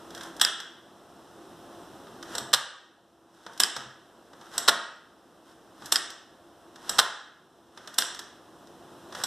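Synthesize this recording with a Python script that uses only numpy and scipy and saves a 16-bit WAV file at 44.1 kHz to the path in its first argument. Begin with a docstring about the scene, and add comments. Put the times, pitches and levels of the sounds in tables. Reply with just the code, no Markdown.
"""A floppy disk goes in and out of a bare drive, close to a camera, over room ventilation.
First, drive in hand, the button scrapes, the cradle springs up and the disk shoots against its stop.
Then, on a table, three times: the disk slides in, its shutter snaps open, the spring-loaded cradle slams
down, and the disk is ejected again. Each slam makes the camera's gain duck and creep back.
Last, a fourth push gets as far as the shutter."""
import sys
import numpy as np
from scipy import signal
from scipy.fft import rfft, irfft, next_fast_len
from scipy.io import wavfile
from scipy.ndimage import uniform_filter1d, minimum_filter1d, map_coordinates

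SR = 44100
rng = np.random.default_rng(int(sys.argv[2]) if len(sys.argv) > 2 else 0)


def inscribe(sig):
    """Save sig as 16-bit PCM at rate SR to the path in sys.argv[1].

    A 1-D sig is mono; a 2-D sig holds one channel per row.
    Samples are clipped to [-1, 1] before scaling.
    """
    pcm = np.round(np.clip(np.atleast_2d(sig).T, -1, 1) * 32767)
    wavfile.write(sys.argv[1], SR, pcm.astype(np.int16))


N = 408366


def amp(db):
    """Decibels to gain."""
    return 10 ** (np.asarray(db) / 20)


def unit(x):
    """Scale to rms 1."""
    return x / np.sqrt(np.mean(x ** 2) + 1e-20)


def along(points, hz):
    """(f/Hz, value) points read on a log axis."""
    f, v = np.transpose(points)
    return np.interp(np.log(hz + 1), np.log(f + 1), v)


def wobble(rate_hz):
    """Random knots joined by straight lines."""
    knots = rng.standard_normal(int(N * rate_hz / SR) + 4)
    return map_coordinates(knots, [np.arange(N) * rate_hz / SR], order=1)


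def resonance(hz, centre_hz, width_hz):
    """Causal resonance, gain 1 at its centre."""
    return 1j * hz * width_hz / (centre_hz ** 2 - hz ** 2 + 1j * hz * width_hz)


def filtered(x, response):
    """Apply a frequency response."""
    m = next_fast_len(N + SR // 4)
    return irfft(rfft(x, m) * response(np.fft.rfftfreq(m, 1 / SR)), m)[..., :N]


def coloured(x, tone):
    """Apply an (f/Hz, level/dB) curve."""
    return filtered(x, lambda hz: amp(along(tone, hz)))


def minimum_phase(gain):
    """Causal response with this gain, by folding the cepstrum."""
    c = irfft(np.log(np.maximum(gain, 1e-6)))
    half = len(c) // 2
    return np.exp(rfft(np.r_[c[0], 2 * c[1:half], c[half], np.zeros(half - 1)]))


def add(track, start_s, sound):
    """Mix a sound into the track."""
    part = track[:, round(start_s * SR):][:, :sound.shape[1]]
    part += sound[:, :part.shape[1]]


def ventilation():
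    """Steady air noise with narrow fan tones and a thin whine."""
    air_tone = [(25, -34), (60, -14.5), (130, -9.5), (260, -4), (340, -2), (420, -5.5), (700, -6.5),
                (1300, -10), (2000, -18), (3300, -18), (5500, -20.5), (8000, -26.5), (11000, -33),
                (14200, -36.5)]  # air spectrum: f/Hz, level/dB
    hum = [(335.2, 23, -56), (693, 20, -62.5), (14000, 90, -85.5)]  # fan tones, whine: f/Hz, width/Hz, level/dB
    air = unit(coloured(rng.standard_normal((2, N)), air_tone))
    hz = np.fft.rfftfreq(N, 1 / SR)
    lines = sum(amp(db) * unit(np.abs(resonance(hz, f, width)) ** 2) for f, width, db in hum)
    tones = irfft(rfft(rng.standard_normal((2, N))) * lines, N)
    return amp(-47.5 + 0.17 * wobble(13)) * air + tones


def room(x, size=32768):
    """Sound sent in different directions returns with different tails, the treble dying first."""
    decay = [(100, 0.11), (400, 0.59), (1500, 0.66), (3500, 0.62), (6000, 0.54), (9000, 0.43),
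             (14000, 0.067)]  # reverberation time: f/Hz, t60/s
    tone = [(200, 12.5), (700, 2.5), (1100, 1.5), (1700, 3.5), (3300, 0.5), (4100, -5), (5100, -4.5),
            (6200, -1), (9000, -3.5), (14000, 9)]  # tail colour: f/Hz, level/dB
    wet = np.zeros((2, N))
    for start in range(0, N, size):
        hz, t, noise = signal.stft(rng.standard_normal((2, 2, size)), SR, nperseg=256)
        envelope = amp(-60 * t / along(decay, hz)[:, None]) * (1 - np.exp(-t / 0.0027))
        tails = signal.istft(noise * envelope, SR, nperseg=256)[1]
        tails /= np.linalg.norm(tails[0])
        add(wet, start / SR, signal.fftconvolve(x[None, :, start:start + size], tails, axes=2).sum(1))
    return coloured(wet, tone)


def low_thumps(size=8192):
    """Short dull low thumps."""
    thumps = [(2.406, -42.5), (2.541, -33), (3.766, -33.5), (3.852, -35), (5.829, -43)]  # thumps: t/s, level/dB
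    notes = [(62, -11, 0.17), (131, -2.5, 0.31), (215, 0, 0.16)]  # low notes of the thump: f/Hz, level/dB, t60/s
    track, t = np.zeros((2, N)), np.arange(size) / SR
    thump = sum(np.sin(2 * np.pi * hz * t) * amp(db - 60 * t / t60) for hz, db, t60 in notes)
    thump *= 1 - np.exp(-t / 0.01)
    for s, db in thumps:
        add(track, s, np.outer([amp(db), 0], thump))
    return track


def stroke(start_s, rise_s, hold_s, db, swell_db, drift_db_per_s, stop_db_per_s=351.5):
    """Gain of one rub: it swells, drifts, then dies as the part stops."""
    t = np.arange(N) / SR - start_s
    onset_db = swell_db * np.minimum(t / rise_s - 1, 0)
    drift_db = drift_db_per_s * np.clip(t - rise_s, 0, hold_s)
    fall_db = stop_db_per_s * np.maximum(t - rise_s - hold_s, 0)
    return amp(db + onset_db + drift_db - fall_db)


def sliding(press_rise_s=0.042, slips_per_s=900):
    """Plastic on steel, a gritty hiss: fading as the spring brakes the disk, growing under the button."""
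    pushes = [(2.21, 0.12, .04, -36), (4.31, .11, .07, -44.5), (4.485, 0.054, .12, -32.5),
              (6.759, 0.15, .07, -31), (9.08, 0.1, .07, -36)]  # disk in its guides: t/s, rise/s, glide/s, level/dB
    presses = [(0.15, 0.12, -44.5), (3.35, 0.47, -45.5), (5.481, .04, -46.5), (5.815, 0.17, -40.5),
               (7.764, 0.25, -44.5)]  # button loading the spring: t/s, length/s, level/dB
    disk = sum(stroke(*push, swell_db=23, drift_db_per_s=-46) for push in pushes)
    button = sum(stroke(s - press_rise_s, press_rise_s, hold_s, db, swell_db=10.5, drift_db_per_s=15.5)
                 for s, hold_s, db in presses)
    envelope = (disk + button) * amp(1.1 * wobble(70))
    slips = (rng.random(N) < slips_per_s / SR) * rng.standard_normal((2, N))
    grit = rng.standard_normal((2, N)) + 0.7 * unit(slips)
    tone = [(60, -12), (300, -4.5), (800, 4.5), (1500, 8), (2400, -1), (3300, 2), (5400, 1.5), (8000, -6),
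            (11000, -15), (14200, -21)]  # friction spectrum: f/Hz, level/dB
    return amp(-3.5) * envelope * unit(coloured(grit, tone))


def contact(tone, db, tilt_db_per_oct, lid_db, t60_s, attack_s, ring_db, size=16384):
    """One blow (mid, side): a crack of dense modes, then the chassis rings on faintly."""
    chassis = [(689, 11, 0.39), (913, 2, 0.66), (1198, 2.5, 0.8), (1624, -7, 0.22), (1688, 2.5, 0.61),
               (1857, 10, 0.37), (3230, 5.5, 0.45), (3530, 3, 0.15), (4100, -27, 0.39), (4200, -11, 0.12),
               (4640, -5, .15), (5730, 8.5, 0.21), (5500, 6.5, 0.1), (7300, -11.5, .3), (8400, 8, 0.083),
               (11600, 1.5, .1)]  # sheet-steel modes: f/Hz, level/dB, t60/s
    lid = [(1500, 310, 0.54), (3310, 160, 1)]  # lid resonances: f/Hz, width/Hz, share of lid_db
    t, hz = np.arange(size) / SR, np.fft.rfftfreq(size, 1 / SR)
    rise = 1 - np.exp(-t / attack_s)
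    crack = rfft(rng.standard_normal((2, size)) * rise * amp(-60 * t / t60_s))
    band_power = np.abs(uniform_filter1d(np.abs(crack) ** 2, size=160, axis=1))
    crack /= np.sqrt(band_power + 1e-12)  # a hard blow excites all bands alike
    f, mode_db, mode_t60_s = np.transpose(chassis)[:, :, None]
    strength = amp(mode_db + ring_db + 2 * rng.standard_normal(f.shape)) * rng.choice([-1, 1], f.shape)
    ring = (strength * amp(-60 * t / mode_t60_s) * np.sin(2 * np.pi * f * t)).sum(0) * rise
    colour_db = along(tone, hz) + tilt_db_per_oct * np.log2(np.maximum(hz, 500) / 3000)
    colour_db += lid_db * sum(share * np.abs(resonance(hz, fc, width)) for fc, width, share in lid)
    radiation = (hz ** 2 + 1) / (hz ** 2 + 90 ** 2)  # small plates give off little bass
    blow = irfft((crack + rfft(ring)) * minimum_phase(radiation * amp(colour_db)))
    blow *= np.cos(np.pi / 2 * t / t[-1]) ** 2
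    peak_power = uniform_filter1d(blow[0] ** 2, size=220, mode="constant").max()  # loudest 5 ms
    return amp(db) * blow / np.sqrt(peak_power)


def strikes(rows, tone, gain_db, t60_s, attack_s, ring_db):
    """All contacts of one kind; the lid column is optional."""
    track = np.zeros((2, N))
    for s, db, tilt, *lid_db in rows:
        add(track, s, contact(tone, db + gain_db, tilt, sum(lid_db), t60_s, attack_s, ring_db))
    return track


def clustered(rows, tone, bursts, attack_s, ring_db):
    """Each event as a few bursts, milliseconds apart."""
    return sum(strikes([(s + lag_s, *blow) for s, *blow in rows], tone, db, t60_s, attack_s, ring_db)
               for lag_s, db, t60_s in bursts)


def finger_ticks(held_until_s=1):
    """Button, linkage and disk shell tick; the lid rings freely while the drive is in hand."""
    ticks = [(0.105, -37, 5), (0.148, -31, 5.5), (0.176, -33, 4), (0.209, -29, 1.5), (0.233, -33, 8.5),
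             (0.365, -37, 10), (0.397, -23.5, 3.5), (0.601, -19, 3), (2.069, -39.5, -2.5),
             (2.227, -29.5, 1.5), (3.464, -18.5, -1.5), (3.533, -32, 5.5), (3.576, -24, 6),
             (3.764, -10, 1.2), (4.332, -33.5, -2), (4.412, -32.5, -1), (5.82, -30, -2), (5.858, -23, 9),
             (6.103, -19, 4), (6.758, -31.5, 1.5), (7.774, -24, -0.5), (7.874, -20, 2.3), (7.941, -25.5, 7),
             (8.147, -21.5, 3.5), (8.191, -17.5, 4.5), (8.671, -41, 3), (9.124, -32, 0),
             (9.149, -25.5, 0.5)]  # light contacts: t/s, level/dB, tilt/(dB/oct)
    tone = [(40, -15.5), (300, -7.5), (900, 0), (1600, 3), (2600, -8.5), (3500, -1.5), (5400, -2.5),
            (8000, -15), (11000, -26.5), (14200, -33.5)]  # tick spectrum: f/Hz, level/dB
    taps = [(s, db, tilt, 8 * (s < held_until_s)) for s, db, tilt in ticks]
    return strikes(taps, tone, gain_db=-6, t60_s=0.031, attack_s=0.00057, ring_db=-64.5)


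def shutter():
    """A lever catches the shutter and snaps it open."""
    snaps = [(2.3515, -22.5, -1.3), (2.3808, -20, -0.21), (4.5792, -9, 1.97), (6.8938, -11, 1.4),
             (9.2368, -16, 0.38)]  # lever contacts: t/s, level/dB, tilt/(dB/oct)
    tone = [(40, -26.5), (250, -11), (700, -6), (1600, -2.5), (2500, -12), (4000, 3.5), (4900, -1),
            (5500, 3.5), (6500, -8.5), (7900, 3), (9300, -15), (12000, -16), (14200, -22.5)]  # snap spectrum: f/Hz, level/dB
    return strikes(snaps, tone, gain_db=-3, t60_s=0.025, attack_s=0.0009, ring_db=-63.5)


def disk_stop():
    """The ejected disk hits its stop and bounces."""
    hits = [(0.4485, -3.5, -1, -6), (3.635, 0.5, 1.5, 5.5), (3.6432, -15.5, -0.83, 5.5),
            (5.9578, -2, 0.058, 11.5), (5.9647, -9, -1.5, 2), (8.0215, -14, -3.5, 10)]  # impacts: t/s, level/dB, tilt/(dB/oct), lid/dB
    tone = [(40, -35.5), (300, -24), (1000, -22), (1600, -5), (2300, -10), (3200, -10.5), (4200, -6.5),
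            (5050, 8), (6000, -15), (8200, -10.5), (10500, -22), (14200, -37.5)]  # impact spectrum: f/Hz, level/dB
    return strikes(hits, tone, gain_db=1.5, t60_s=0.0069, attack_s=0.0019, ring_db=-66)


def cradle_up():
    """The catch slips and the spring throws the cradle up."""
    throws = [(0.4135, -3.5, 0.48, 7.5), (3.6005, -3, 0.17, -7.5), (5.9222, -3.5, 0.36, -9),
              (7.984, -6.5, 0.97, -7)]  # ejections: t/s, level/dB, tilt/(dB/oct), lid/dB
    tone = [(40, -37), (200, -21.5), (700, -11.5), (1600, -0.5), (2400, -9), (3300, 3), (4100, 2.5),
            (4700, -1), (5500, 2.5), (6400, -8), (7800, -1.5), (9500, -12), (12000, -15.5), (14200, -19)]  # throw spectrum: f/Hz, level/dB
    release = [(-.003, -16.5, 0.0078), (0, 3.5, 0.021), (.003, -5, .028)]  # steps of a throw: lag/s, level/dB, t60/s
    return clustered(throws, tone, release, attack_s=0.00079, ring_db=-68.5)


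def cradle_down():
    """The cradle slams onto the frame and seats the disk."""
    slams = [(2.537, 6.7, 0.71), (4.6845, 5, -0.51), (6.9905, 5.6, -0.082)]  # insertions: t/s, level/dB, tilt/(dB/oct)
    tone = [(40, -26.5), (250, -23.5), (600, -14), (1150, -5), (1650, -3.5), (2500, -12.5), (3300, -4.5),
            (4100, 0), (5600, -6.5), (6600, -14), (8000, -10.5), (9300, -20), (11700, -23.5),
            (14200, -28.5)]  # slam spectrum: f/Hz, level/dB
    # faint lead-in that softens the onset, then three steps of the slam: lag/s, level/dB, t60/s
    bursts = [(-.0062, -11.5, 0.0051), (-.004, -2, 0.026), (0, 1, 0.0069), (.005, -2, .028)]
    return clustered(slams, tone, bursts, attack_s=0.0017, ring_db=-68.5)


def scene():
    """The drive in the room; midrange nearly mono, treble wide and slightly right."""
    width = [(40, -7), (130, -12), (300, -18), (1300, -34), (2400, -20), (3700, -14), (5500, -11),
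             (8000, -10), (14000, -8)]  # stereo width: f/Hz, side gain/dB
    lean = [(1500, 0), (3700, 0), (5500, -3), (8000, -1.5), (12000, -1)]  # balance: f/Hz, left minus right/dB
    slam, eject, stop = cradle_down(), cradle_up(), disk_stop()
    rest = eject + shutter() + finger_ticks() + sliding()
    wet = room(amp(-13) * slam + amp(-17) * stop + amp(-6.5) * rest)
    mid, side = slam + stop + rest + low_thumps() + wet + ventilation()
    side = coloured(side, width)
    stereo = np.array([mid + side, mid - side])
    return filtered(stereo, lambda hz: amp(np.outer([0.5, -0.5], along(lean, hz))))


def gain_control(x, limit_db, recovery_db_per_s):
    """Sharp sounds pull the gain down at once; it climbs back slowly."""
    edge_power = np.abs(uniform_filter1d((np.diff(x, prepend=0) ** 2).mean(0), size=220))
    over_db = np.maximum(10 * np.log10(edge_power + 1e-12) - limit_db, 0)
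    climb_db = recovery_db_per_s * np.arange(N) / SR
    gain_db = climb_db - np.maximum.accumulate(over_db + climb_db)
    return x * amp(uniform_filter1d(minimum_filter1d(gain_db, size=440), size=130))


def record(dry):
    """Camera: port notches, gain control, converter hiss, clipping, band limit."""
    notches = [(2294, 1200, 0.76), (4537, 1300, 0.73), (6640, 1400, 0.6)]  # microphone port: f/Hz, width/Hz, depth 0-1
    top_hz = 14380
    port = lambda hz: np.prod([1 - depth * resonance(hz, f, bw) for f, bw, depth in notches], axis=0)
    ducked = gain_control(filtered(dry, port), limit_db=-14.5, recovery_db_per_s=7)
    hiss = amp(-88) * rng.standard_normal((2, N))
    return filtered(np.clip(ducked + hiss, -1, 1), lambda hz: 1 / np.sqrt(1 + (hz / top_hz) ** 200))


dry = scene()
out = record(dry)
inscribe(out)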